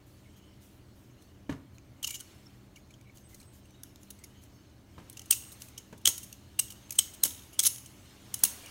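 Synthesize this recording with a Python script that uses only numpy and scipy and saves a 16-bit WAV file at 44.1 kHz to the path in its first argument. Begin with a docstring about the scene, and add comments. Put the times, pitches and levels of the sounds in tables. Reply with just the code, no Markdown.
"""A steel practice butterfly knife is turned over, unlatched and flipped in one hand in a quiet room.
A faint hum, fingers rubbing the steel and short narrow-band tones run from the start; faint knocks and a dull
thud come near 1.5 s, then a quick flurry of knocks at 2 s: chattering contacts that ring damped modes.
Lighter knocks follow, then hard slams from 5.3 s on with a few more thuds between; the blade buzzes as
fading contacts after the slams at 5.3 and 7.2 s, and the last rub grows louder."""
import sys
import numpy as np
from scipy import signal
from scipy.fft import rfft, irfft
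from scipy.io import wavfile
from scipy.ndimage import uniform_filter1d

SR = 44100
rng = np.random.default_rng(int(sys.argv[2]) if len(sys.argv) > 2 else 0)


def put_to_file(sound):
    """Save the sound as 16-bit audio at rate SR, in the file named by the first command-line argument."""
    columns = np.atleast_2d(sound).T  # one column per channel
    safe = np.clip(columns, -1, 1)
    whole_steps = np.round(safe * 32767)
    wavfile.write(sys.argv[1], SR, whole_steps.astype(np.int16))


N = 383669

# room noise spectrum: hz, level_db
AIR_SPECTRUM = [(12, -17), (25, -23.5), (50, 1.5), (113, 3.5), (163, -6), (301, -1.5), (513, -16),
                (574, -11), (698, -16.5), (1760, -24.5), (2910, -31), (4940, -41), (6360, -43),
                (7730, -51.5), (14700, -35), (16000, -36.5)]
AIR_DB = -58
# fuzzy hum bands: hz, pole_width_hz, level_db
HUM_BANDS = [(83, 30, -63.5), (122.5, 13.5, -64), (197.6, 5.9, -67), (279, 110, -75)]
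# decay of the room: hz, t60_s
ROOM_DECAY = [(300, 0.34), (1500, 0.32), (3500, 0.22), (8000, 0.3), (15000, 0.21)]
ROOM_DB = -12.5
LATE_DB, LATE_T60_S = -15.5, 0.81  # weaker, slower second slope
# resonant bands that stand out of the tail: hz, width_hz, level_db (against the tail)
TAIL_BANDS = [(2740, 510, -0.5), (3660, 740, -8.5), (5460, 290, -7), (6670, 110, -1), (8980, 120, -6.5),
              (12800, 700, -6.5), (15400, 600, -3.5)]
EDGE_HZ = 16000

# hand shifting on the steel: time_s, level_db
RUB_LEVEL = [(0, -70.5), (.2, -68), (1.1, -69.5), (1.9, -71.5), (2.3, -61.5), (2.7, -70), (3.3, -70),
             (4.3, -67), (4.85, -70), (5.1, -64), (5.5, -60.5), (6.0, -67), (6.5, -65), (7.1, -60.5),
             (7.95, -61.5), (8.2, -60.5), (8.5, -53.5), (8.7, -53)]
# colour of the friction hiss: hz, level_db
FRICTION_SPECTRUM = [(700, 7.5), (2200, 7), (3200, 7.5), (4500, 4.5), (6400, 4.5), (8300, 1.5),
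                     (11000, -0.5), (15500, -1.5), (16000, -24.5)]
RUB_TILT_DB_PER_OCTAVE, SLIDE_TILT_DB_PER_OCTAVE = -0.5, 5.5
# single light slides of a finger: start_s, length_s, level_db
FINGER_SLIDES = [(0.053, 0.23, -67), (0.358, 0.053, -60.5), (0.605, 0.2, -62), (0.947, 0.2, -68),
                 (1.2, 0.12, -69), (1.735, .06, -65), (2.764, 0.049, -64), (3.142, 0.097, -59),
                 (3.28, 0.2, -60), (3.522, 0.093, -59), (4.0, 0.11, -64), (4.41, 0.072, -60),
                 (5.594, 0.13, -52.5), (6.122, 0.24, -55), (8.39, 0.044, -47)]
SLIDE_RISE_S, SLIDE_FADE_DB = 0.018, -13.5
# modes fed by the rubbing: hz, level_db (against the rub)
RUBBED_MODES = [(2230, -19), (2950, -13), (3700, -20), (4300, -15), (5400, -20), (6400, -15), (7000, -25),
                (8300, -20)]
STRAND_WIDTH_HZ, STRAND_SLOWNESS_S, STRAND_SWING_DB, STRAND_DRIFT_SHARE = 280, .05, 5, .03
STRAND_STEP_S = .01
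# friction whistles, latch ringing, a slam ringing on: start_s, length_s, level_db, pitch_hz
NARROW_TONES = [(0.238, 0.062, -70, 2150), (2.042, 0.16, -50, 7030), (2.07, 0.1, -56.5, 2290),
                (2.077, 0.019, -63, 915), (2.2, 0.019, -65, 1530), (2.457, 0.02, -55, 5400),
                (2.762, 0.022, -60, 2290), (3.049, 0.071, -67.5, 2250), (3.228, 0.084, -66, 8180),
                (3.304, 0.055, -68, 2070), (3.336, 0.26, -71, 8160), (3.725, 0.11, -71, 3770),
                (3.831, 0.02, -64, 1570), (4.18, 0.043, -66.5, 8120), (4.197, 0.085, -71, 2040),
                (5.334, 0.26, -59, 8400), (7.533, .03, -63, 10300)]
TONE_FADE_DB, TONE_GRAIN_DB = -6, 3

# dull thuds: start_s, level_db, pitch_hz, t60_s, rumble_db, wood_db, wood_centre_hz
DULL_THUDS = [(1.493, -14.5, 273, 0.038, -21, -20, 600), (1.514, -27.5, 140, 0.07, -33, -26, 1100),
              (1.524, -31.5, 221, 0.013, -24, -9, 1300), (4.979, -39.5, 155, 0.043, -6.5, -6, 950),
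              (5.926, -29, 199, 0.021, -14, -17, 1010), (6.0735, -35, 206, 0.015, -1.5, 1.5, 1250),
              (7.2519, -31.5, 303, 0.016, -5, -5.5, 1040), (7.587, -36.5, 236, 0.046, -15, -13, 810),
              (8.433, -22.5, 150, 0.016, -20, -12.5, 1400)]
THUD_RISE_S = .0022  # the low ring swells late
THUD_AROUND_DB = 3  # farther off, so more comes from the walls
# woody knock in a thud: hz, level_db, t60_s
WOOD_MODES = [(601, 5.5, 0.022), (963, -4, 0.0139), (1388, 5, 0.017), (1800, 1.5, 0.024),
              (2170, -16.5, 0.016)]
WOOD_FALL_DB = -18  # one octave off the centre; grows with octaves squared
WOOD_UNEVEN_DB, WOOD_DETUNE_SHARE, WOOD_RISE_S = 3.5, .04, 0.0028
CRACK_DB, CRACK_T60_S, CRACK_LOW_HZ, CRACK_HIGH_HZ = 3.5, 0.034, 450, 1990

# blade buzzing on the handle after hard slams: first_contact_s, strength_db, clink_hz
BLADE_BUZZES = [(5.337, -54, 2820), (7.264, -55, 3120), (7.264, -53, 3740)]
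BUZZ_CONTACTS, BUZZ_PERIOD_S, BUZZ_JITTER_S = 13, .0142, .001
BUZZ_FADE_DB_PER_CONTACT, BUZZ_UNEVEN_DB, BUZZ_DETUNE_SHARE = -1.0, 3.5, .035
BUZZ_CHATTER_MS, BUZZ_BODY_DB, BUZZ_UPPER_DB = 5, -5, -12
# steel on steel: time_s, strength_db, chatter_ms, clink_hz, clink_db, upper_db (last two against the treble)
STEEL_KNOCKS = [(1.222, -60, 6.8, 3550, -15, -10), (1.497, -70, 6, 1735, 17, -24),
                (1.525, -64, 4, 2980, -2, -24), (1.783, -64, 1.3, 2390, 2, -26),
                (2.029, -36, 5.4, 3140, -16, -9), (2.0395, -37.5, 14, 2980, -9.5, -19),
                (2.0447, -33.5, 6.7, 2870, -5, -13), (2.0685, -47, 3, 2960, -12, -10),
                (2.0725, -37.5, 3.6, 2750, -16, -8), (2.0758, -34.5, 5, 2800, -12, -9),
                (2.0907, -41, 19, 2950, -15, -14), (2.1066, -34.5, 7.2, 2860, -15, -6),
                (2.1264, -48, 8.4, 2940, -13, -8), (2.143, -38.5, 12, 2930, -13, -12),
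                (2.1545, -41, 11, 2870, -9.5, -13), (2.194, -51, 4, 3240, -16, -8),
                (2.2018, -45, 4, 3010, -15, -14), (2.2065, -44.5, 4.7, 2980, -12, -4),
                (2.7604, -57.5, 9.2, 2820, -3.5, -17), (2.907, -62, 8.5, 2320, -4, -20),
                (2.9397, -63, 4.5, 3100, -0.5, -27), (3.0116, -64.5, 3.3, 2290, -6, -10),
                (3.172, -60, 4, 2970, -12, -6), (3.181, -60, 4, 4400, -12, -10),
                (3.345, -53, 8, 4100, -16, -5), (3.402, -57.5, 9.1, 4200, -8.5, -8),
                (3.414, -61.5, 6, 2300, -7, -10), (3.429, -63, 6, 4000, -8, -10),
                (3.655, -66, 5, 2750, -6, -8), (3.707, -64.5, 4, 2300, -10, -18),
                (3.8343, -40, 3.1, 3500, -27, -15), (3.959, -58, 0.98, 3600, -4, -11),
                (4.032, -55, 4.4, 2850, -18, -18), (4.1046, -39, 7.4, 2900, -24, -17),
                (4.1899, -62, 5.5, 2180, -10, -10), (4.2394, -43, 8.8, 2200, -22, -19),
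                (4.4357, -58, 4.9, 2400, -24, -11), (5.0985, -43.5, 2.7, 3200, -24.5, -6),
                (5.1286, -49, 5, 3320, -27.5, -19), (5.171, -48, 7.3, 2750, -7.5, -8),
                (5.194, -47, 3.3, 3000, -10, -9), (5.2172, -52.5, 5.2, 2830, -11, -7.5),
                (5.258, -49.5, 7.5, 2760, -25.5, -14), (5.3086, -16, 4.4, 3125, -21.5, -2),
                (5.3222, -23.5, 13, 2816, -17.5, -12), (5.328, -39, 4.2, 2590, -2, -17.5),
                (5.5198, -44, 14, 3780, -22, -14), (5.6197, -38.5, 3.5, 2720, -25, -21),
                (5.6845, -55, 5.8, 2500, -13, -4), (5.7786, -42.5, 8.8, 3000, -11.5, -9.5),
                (5.9274, -60.5, 6.9, 2750, -14, -10), (5.9785, -57, 6.7, 3500, -18, -6),
                (6.0147, -60, 5, 3080, -23.5, -10), (6.0563, -21, 2.8, 3050, -5.5, -3.5),
                (6.0677, -32, 5.9, 3020, -4.5, -8), (6.074, -20, 5.4, 3220, -10, -3),
                (6.0838, -23, 13, 3300, -33, -15), (6.179, -36, 5, 2950, -24, -9),
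                (6.231, -40, 15, 2790, -23, -8.5), (6.3272, -46.5, 3.9, 2780, -12.5, -6),
                (6.5922, -23.5, 7.5, 2830, -13.5, 3), (6.6824, -55, 6.2, 3270, -9, -10),
                (6.704, -40, 10, 3000, -18.5, -12), (6.722, -48, 5.8, 2950, -14, -9),
                (6.895, -56, 3.2, 2670, -10, -16), (6.907, -32, 3.4, 2520, -23.5, -15),
                (6.9224, -37, 7.1, 2280, -27, -7), (6.955, -46, 13, 2900, -19, -8),
                (6.9865, -31, 4.5, 3050, -19, 10), (6.9893, -23, 5.2, 3065, -4.5, 6),
                (7.036, -55, 4, 3060, -19, -6.5), (7.063, -55.5, 5, 3100, -23.5, -7),
                (7.137, -48, 11, 2920, -19, -8), (7.1474, -47, 4.6, 3220, -25, -8),
                (7.236, -12, 3.4, 3840, -28, -9.5), (7.2495, -25, 15, 2990, -21.5, -10),
                (7.5313, -50, 21, 2830, -16.5, -14), (7.5927, -22.5, 5.1, 3310, -10.5, 0.5),
                (7.601, -26.5, 3.5, 3200, -16, -12), (7.63, -32, 6, 3360, -31, 0),
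                (7.6362, -23, 5.4, 3900, -24, -13), (7.6465, -32, 4.8, 2830, -20, -13),
                (7.651, -26, 2.1, 3600, -21, -17), (7.6559, -7.5, 39, 3070, -38, -43),
                (7.6661, -17, 1, 3400, -32, -19), (7.668, -20, 8.2, 2970, -23.5, -7.5),
                (7.6756, -32, 3.7, 2750, -25, -20), (7.7453, -48, 5, 2930, -18, -3),
                (7.7594, -42, 3.3, 3230, -23, -18), (7.782, -43, 5, 3050, -17.5, -19),
                (7.86, -56.5, 5.9, 3000, -6, 6), (8.3414, -27, 4.8, 2950, -23, -12),
                (8.391, -45, 4.4, 3370, -34, -5), (8.4366, -14.5, 5.2, 3370, -27.5, -8),
                (8.4498, -21.5, 7.6, 2800, -22, -13), (8.66, -47, 4.6, 2920, -16, -8)]
# modes of handles and blade, damped by the hand: hz, level_db, t60_s
STEEL_MODES = [(760, 3, 0.0046), (1350, 3.5, 0.0055), (1850, -8.5, 0.0022), (2306, -11, 0.04),
               (3960, 5.5, 0.0045), (4600, 7, 0.005), (5365, 3.5, 0.013), (5920, 6, 0.013),
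               (6410, 18.5, 0.0051), (6920, 16.5, 0.0033), (7570, 7.5, 0.0041), (8130, 9.5, 0.0063),
               (9460, -19, 0.0023), (10020, -2.5, 0.011), (10620, 2.5, 0.0071), (11450, -1, 0.01),
               (12200, 5, 0.0029), (12800, -9, 0.0026), (14460, 5, 0.0025), (15500, -10, .007)]
# corners of the blow's colour: gap_hz, middle_hz, upper_hz, treble_hz, top_hz
COLOUR_HZ = [4750, 7560, 8380, 9470, 12760]
MIDDLE_DB, MIDDLE_SHARE = -3.5, 0.41  # the middle modes follow the body in part
TOP_DB, TOP_SHARE = -0.5, 0.32  # a hard-rung upper mode goes with a brighter top
GRIP_UNEVEN_DB, GRIP_DETUNE_SHARE = 2.5, .01  # each blow wakes the modes in other shares
CLINK_DB, CLINK_T60_S = 14.5, 0.036  # lowest strong mode; grip sets its pitch, seating chokes it
HIGH_HZ, HIGH_WIDTH_HZ, HIGH_DB = 8440, 45, 44.5  # narrow tone, symmetric in time around each blow
CLINK_AROUND_DB, HIGH_AROUND_DB = -7.5, -17  # the clear tones are weaker in the tail
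UPPER_AROUND_SHARE, UPPER_WIDTH_HZ = .6, 700  # share of a loud upper mode missing from the tail
ONSET_S, LEAD_SAMPLES = .003, 640


def gain_of(db):
    """Amplitude factor of a level in dB."""
    return 10 ** (np.asarray(db) / 20)


def evened(x):
    """Scale to unit RMS."""
    return x / np.sqrt(np.mean(x ** 2) + 1e-20)


def read(points, hz):
    """Interpolate a spectrum over log frequency."""
    f, value = np.transpose(points)
    return np.interp(np.log(hz + 1), np.log(f + 1), value)


def add(mix, start_s, sound):
    """Add a sound in place, cut at the end of the mix."""
    part = mix[round(start_s * SR):][:len(sound)]
    part += sound[:len(part)]


def noise(field_db, size):
    """Random short-time spectra under a dB field made from frequency and time."""
    hz = np.fft.rfftfreq(size, 1 / SR)[:, None]
    t = np.arange(4 * N // size + 5) * size / 4 / SR
    a, b = rng.standard_normal((len(t), len(hz), 2)).T
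    spectra = (a + 1j * b) * gain_of(field_db(hz, t))
    return signal.istft(spectra, nperseg=size, noverlap=3 * size // 4)[1][:N]


def fuzzy_tone(hz, width_hz, count):
    """A tone whose level and phase wander within a narrow band."""
    r = np.exp(-np.pi * width_hz / SR)
    a, b = rng.standard_normal((count, 2)).T
    wander = a + 1j * b
    for _ in range(2):
        wander = signal.lfilter([1 - r], [1, -r], wander)
    carrier = np.exp(2j * np.pi * np.cumsum(hz * np.ones(count)) / SR)
    return evened((wander * carrier).real)


def air():
    """Steady room noise with narrow bands of hum."""
    hum = sum(gain_of(db) * fuzzy_tone(hz, width_hz, N) for hz, width_hz, db in HUM_BANDS)
    hush = noise(lambda hz, t: read(AIR_SPECTRUM, hz) + 0 * t, size=2048)
    return gain_of(AIR_DB) * evened(hush) + hum


def with_tail_bands(x):
    """Resonant bands that make some pitches stand out of the tail."""
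    bands = (gain_of(db) * signal.lfilter(*signal.iirpeak(hz, hz / width_hz, fs=SR), x)
             for hz, width_hz, db in TAIL_BANDS)
    return x + sum(bands)


def room(x):
    """Sparse taps of random sign after a short gap, each band dying at its own speed."""
    taps = np.zeros(SR)
    slots = np.arange(260, len(taps) - 12, 12)
    at = slots + rng.integers(0, 12, len(slots))
    taps[at] = rng.choice([-1., 1.], len(at))
    hz, t, spectra = signal.stft(taps, SR, nperseg=128)
    early = gain_of(-60 * t / read(ROOM_DECAY, hz)[:, None])
    late = gain_of(LATE_DB - 60 * t / LATE_T60_S)
    tail = signal.istft(spectra * (early + late), SR, nperseg=128)[1]
    return signal.fftconvolve(x, tail / np.linalg.norm(tail))[:N]


def hiss(tilt_db_per_octave):
    """Patchy friction hiss in the colour of the steel."""
    def field_db(hz, t):
        patches = uniform_filter1d(rng.standard_normal((len(t), len(hz))), 20, 0)
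        patches = evened(uniform_filter1d(patches, 4, 1)).T
        tilt_db = np.log2((hz + 50) / 6000) * tilt_db_per_octave
        return read(FRICTION_SPECTRUM, hz) + tilt_db + 2 * patches
    return evened(noise(field_db, size=256))


def strands():
    """Each mode sings faintly, comes and goes on its own, and drifts in pitch as the grip moves."""
    t, steps = np.arange(N) / SR, np.arange(0, N / SR + 1, STRAND_STEP_S)
    r = np.exp(-STRAND_STEP_S / STRAND_SLOWNESS_S)
    slow = signal.lfilter([1], [1, -r], rng.standard_normal((len(RUBBED_MODES), 2, len(steps))))
    out = np.zeros(N)
    for (hz, db), pair in zip(RUBBED_MODES, slow):
        swing, drift = [np.interp(t, steps, evened(curve)) for curve in pair]
        tone = fuzzy_tone(hz * (1 + STRAND_DRIFT_SHARE * drift), STRAND_WIDTH_HZ, N)
        out += gain_of(db + STRAND_SWING_DB * swing) * tone
    return out


def fingers():
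    """A continuous dull rub of changing level that wakes the modes, and brighter single slides that fade."""
    t, slides = np.arange(N) / SR, np.zeros(N)
    for start_s, length_s, db in FINGER_SLIDES:
        u = np.arange(0, length_s, 1 / SR)
        ramps = np.minimum(np.minimum(u, length_s - u) / SLIDE_RISE_S, 1)
        add(slides, start_s, ramps * gain_of(db + SLIDE_FADE_DB * u / length_s))
    rub = gain_of(np.interp(t, *np.transpose(RUB_LEVEL))) * (hiss(RUB_TILT_DB_PER_OCTAVE) + strands())
    return rub + slides * hiss(SLIDE_TILT_DB_PER_OCTAVE)


def narrow_tones():
    """Uneven narrow-band tones that fade: friction whistles, latch ringing, a slam ringing on."""
    out = np.zeros(N)
    for start_s, length_s, db, hz in NARROW_TONES:
        tone = fuzzy_tone(hz, width_hz=140.0, count=SR)[:round(length_s * SR)]
        grain = evened(uniform_filter1d(rng.standard_normal(SR), size=200))[:len(tone)]
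        fade_db = TONE_FADE_DB * (np.linspace(0, 1, len(tone)) - .5)
        level = gain_of(db + fade_db + TONE_GRAIN_DB * grain)
        add(out, start_s, level * tone * signal.windows.tukey(len(tone), .5))
    return out


def thuds():
    """A soft blow: a short low ring, a woody knock with a dry crack, and a dull rumble that dies more slowly."""
    out, t = np.zeros(N), np.arange(8000) / SR
    size = (len(DULL_THUDS), len(t))
    rumble_band = signal.butter(1, [45, 200], "bandpass", fs=SR)
    crack_band = signal.butter(2, [CRACK_LOW_HZ, CRACK_HIGH_HZ], "bandpass", fs=SR)
    puffs = signal.lfilter(*rumble_band, rng.standard_normal(size))
    cracks = signal.lfilter(*crack_band, rng.standard_normal(size))
    uneven = rng.standard_normal((len(DULL_THUDS), 2, len(WOOD_MODES), 1))
    wood_hz, mode_db, wood_t60_s = np.array(WOOD_MODES).T[:, :, None]
    for thud, puff, crack, (share, detune) in zip(DULL_THUDS, puffs, cracks, uneven):
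        start_s, db, hz, t60_s, rumble_db, wood_db, centre_hz = thud
        off_centre_db = WOOD_FALL_DB * np.log2(wood_hz / centre_hz) ** 2
        level = gain_of(mode_db + off_centre_db + WOOD_UNEVEN_DB * share - 60 * t / wood_t60_s)
        modes = level * np.sin(2 * np.pi * wood_hz * (1 + WOOD_DETUNE_SHARE * detune) * t)
        knock = modes.sum(0) + gain_of(CRACK_DB - 60 * t / CRACK_T60_S) * evened(crack)
        ring = gain_of(-60 * t / t60_s) * np.sin(2 * np.pi * hz * t)
        rumble = gain_of(rumble_db - 60 * t / (4.86 * t60_s)) * evened(puff)
        low = (1 - np.exp(-t / THUD_RISE_S)) ** 2 * (ring + rumble)
        wood = (1 - np.exp(-t / WOOD_RISE_S)) * gain_of(wood_db) * knock
        add(out, start_s, gain_of(db) * (low + wood))
    return out


def buzzes():
    """Nearly evenly spaced, fading contacts, each off in time, strength and pitch, as rows like the knocks."""
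    uneven = rng.standard_normal((len(BLADE_BUZZES), BUZZ_CONTACTS, 3))
    rows = []
    for (first_s, db, hz), contacts in zip(BLADE_BUZZES, uneven):
        for k, (a, b, c) in enumerate(contacts):
            time_s = first_s + k * BUZZ_PERIOD_S + BUZZ_JITTER_S * c
            strength_db = db + k * BUZZ_FADE_DB_PER_CONTACT + BUZZ_UNEVEN_DB * a
            clink_hz = hz * (1 + BUZZ_DETUNE_SHARE * b)
            rows.append((time_s, strength_db, BUZZ_CHATTER_MS, clink_hz, BUZZ_BODY_DB, BUZZ_UPPER_DB))
    return rows


def knocks():
    """A swarm of tiny contacts rings the modes; gives the direct sound and what goes out to the walls."""
    direct, around = np.zeros(N), np.zeros(N)
    t, bins = np.arange(2048) / SR, np.fft.rfftfreq(4096, 1 / SR)
    mode_hz, mode_db, t60_s = np.array(STEEL_MODES).T[:, :, None]
    blows = [*STEEL_KNOCKS, *buzzes()]
    grips = rng.standard_normal((len(blows), 2, len(STEEL_MODES), 1))
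    size = (len(blows), 1024)
    swarms = rng.standard_normal(size) * gain_of(2 * rng.exponential(1, size))
    radiates = 1 / (1 + (1500 / (bins + 1)) ** 2.53)  # a small object sends out little bass
    # real spectrum: symmetric in time
    narrow = gain_of(HIGH_DB) * np.exp(-.5 * ((bins - HIGH_HZ) / HIGH_WIDTH_HZ) ** 2)
    lead = np.exp(-2j * np.pi * bins * LEAD_SAMPLES / SR)  # room for the high tone's first half
    for blow, (detune, share), swarm in zip(blows, grips, swarms):
        time_s, strength_db, chatter_ms, clink_hz, clink_db, upper_db = blow

        level = gain_of(mode_db + GRIP_UNEVEN_DB * share - 60 * t / t60_s)
        modes = level * np.sin(2 * np.pi * mode_hz * (1 + GRIP_DETUNE_SHARE * detune) * t)
        low_db = clink_db / 2 - 5.0  # the broad low modes change less than the clink
        middle_db = MIDDLE_DB + MIDDLE_SHARE * clink_db
        top_db = TOP_DB + TOP_SHARE * upper_db
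        colour_db = [low_db, (low_db + middle_db) / 2, middle_db, upper_db, 0, top_db]
        colour = gain_of(read(np.transpose([[clink_hz, *COLOUR_HZ], colour_db]), bins))
        ring = rfft(modes.sum(0), 4096) * colour * radiates

        u = (t - ONSET_S) * 1000 / max(chatter_ms, .5)
        before, after = np.minimum(u, 0), np.maximum(u, 0)
        # swells, holds, then the parts seat
        chatter = swarm * np.exp(before / 0.12 - after ** 2.1)[:1024]
        struck = ring * rfft(chatter / np.linalg.norm(chatter), 4096)

        # the two clear tones follow the blow as a whole, not the single contacts
        clink_level = gain_of(CLINK_DB + clink_db - 60 * t / CLINK_T60_S)
        clink_level = clink_level * np.exp(before / 0.15) * (0.3 + np.exp(-abs(u) ** 4))
        handles = np.sin(2 * np.pi * clink_hz * t) + 0.5 * np.sin(2 * np.pi * 1.08 * clink_hz * t)
        clink = rfft(clink_level * handles, 4096)
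        centre_s = ONSET_S + chatter_ms * 0.66 / 1000
        high = gain_of(upper_db) * narrow * np.exp(-2j * np.pi * bins * centre_s)

        start_s = time_s - .0028 - LEAD_SAMPLES / SR
        gain = gain_of(strength_db) * lead
        add(direct, start_s, irfft(gain * (struck + clink + high)))
        upper_bell = 1 + ((bins - HIGH_HZ) / UPPER_WIDTH_HZ) ** 2
        upper_cut_db = UPPER_AROUND_SHARE * max(upper_db + 3, 0) / upper_bell
        # over all directions the contacts' comb evens out
        to_walls = ring / gain_of(upper_cut_db) + gain_of(CLINK_AROUND_DB) * clink
        to_walls = to_walls + gain_of(HIGH_AROUND_DB) * high
        add(around, start_s, irfft(gain * to_walls))
    return direct, around


def scene():
    """Sum of the direct sounds, their room tail, the friction, the narrow tones and the air."""
    direct, around = knocks()
    dull = thuds()
    tail = gain_of(ROOM_DB) * room(with_tail_bands(around) + gain_of(THUD_AROUND_DB) * dull)
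    return (direct + dull + tail + fingers() + narrow_tones() + air())[None]


def record(dry):
    """Steep low-pass at the upper band edge."""
    low_pass = signal.firwin(511, EDGE_HZ, window=("kaiser", 9), fs=SR)
    return signal.oaconvolve(dry, low_pass[None], "same")


dry = scene()
out = record(dry)
put_to_file(out)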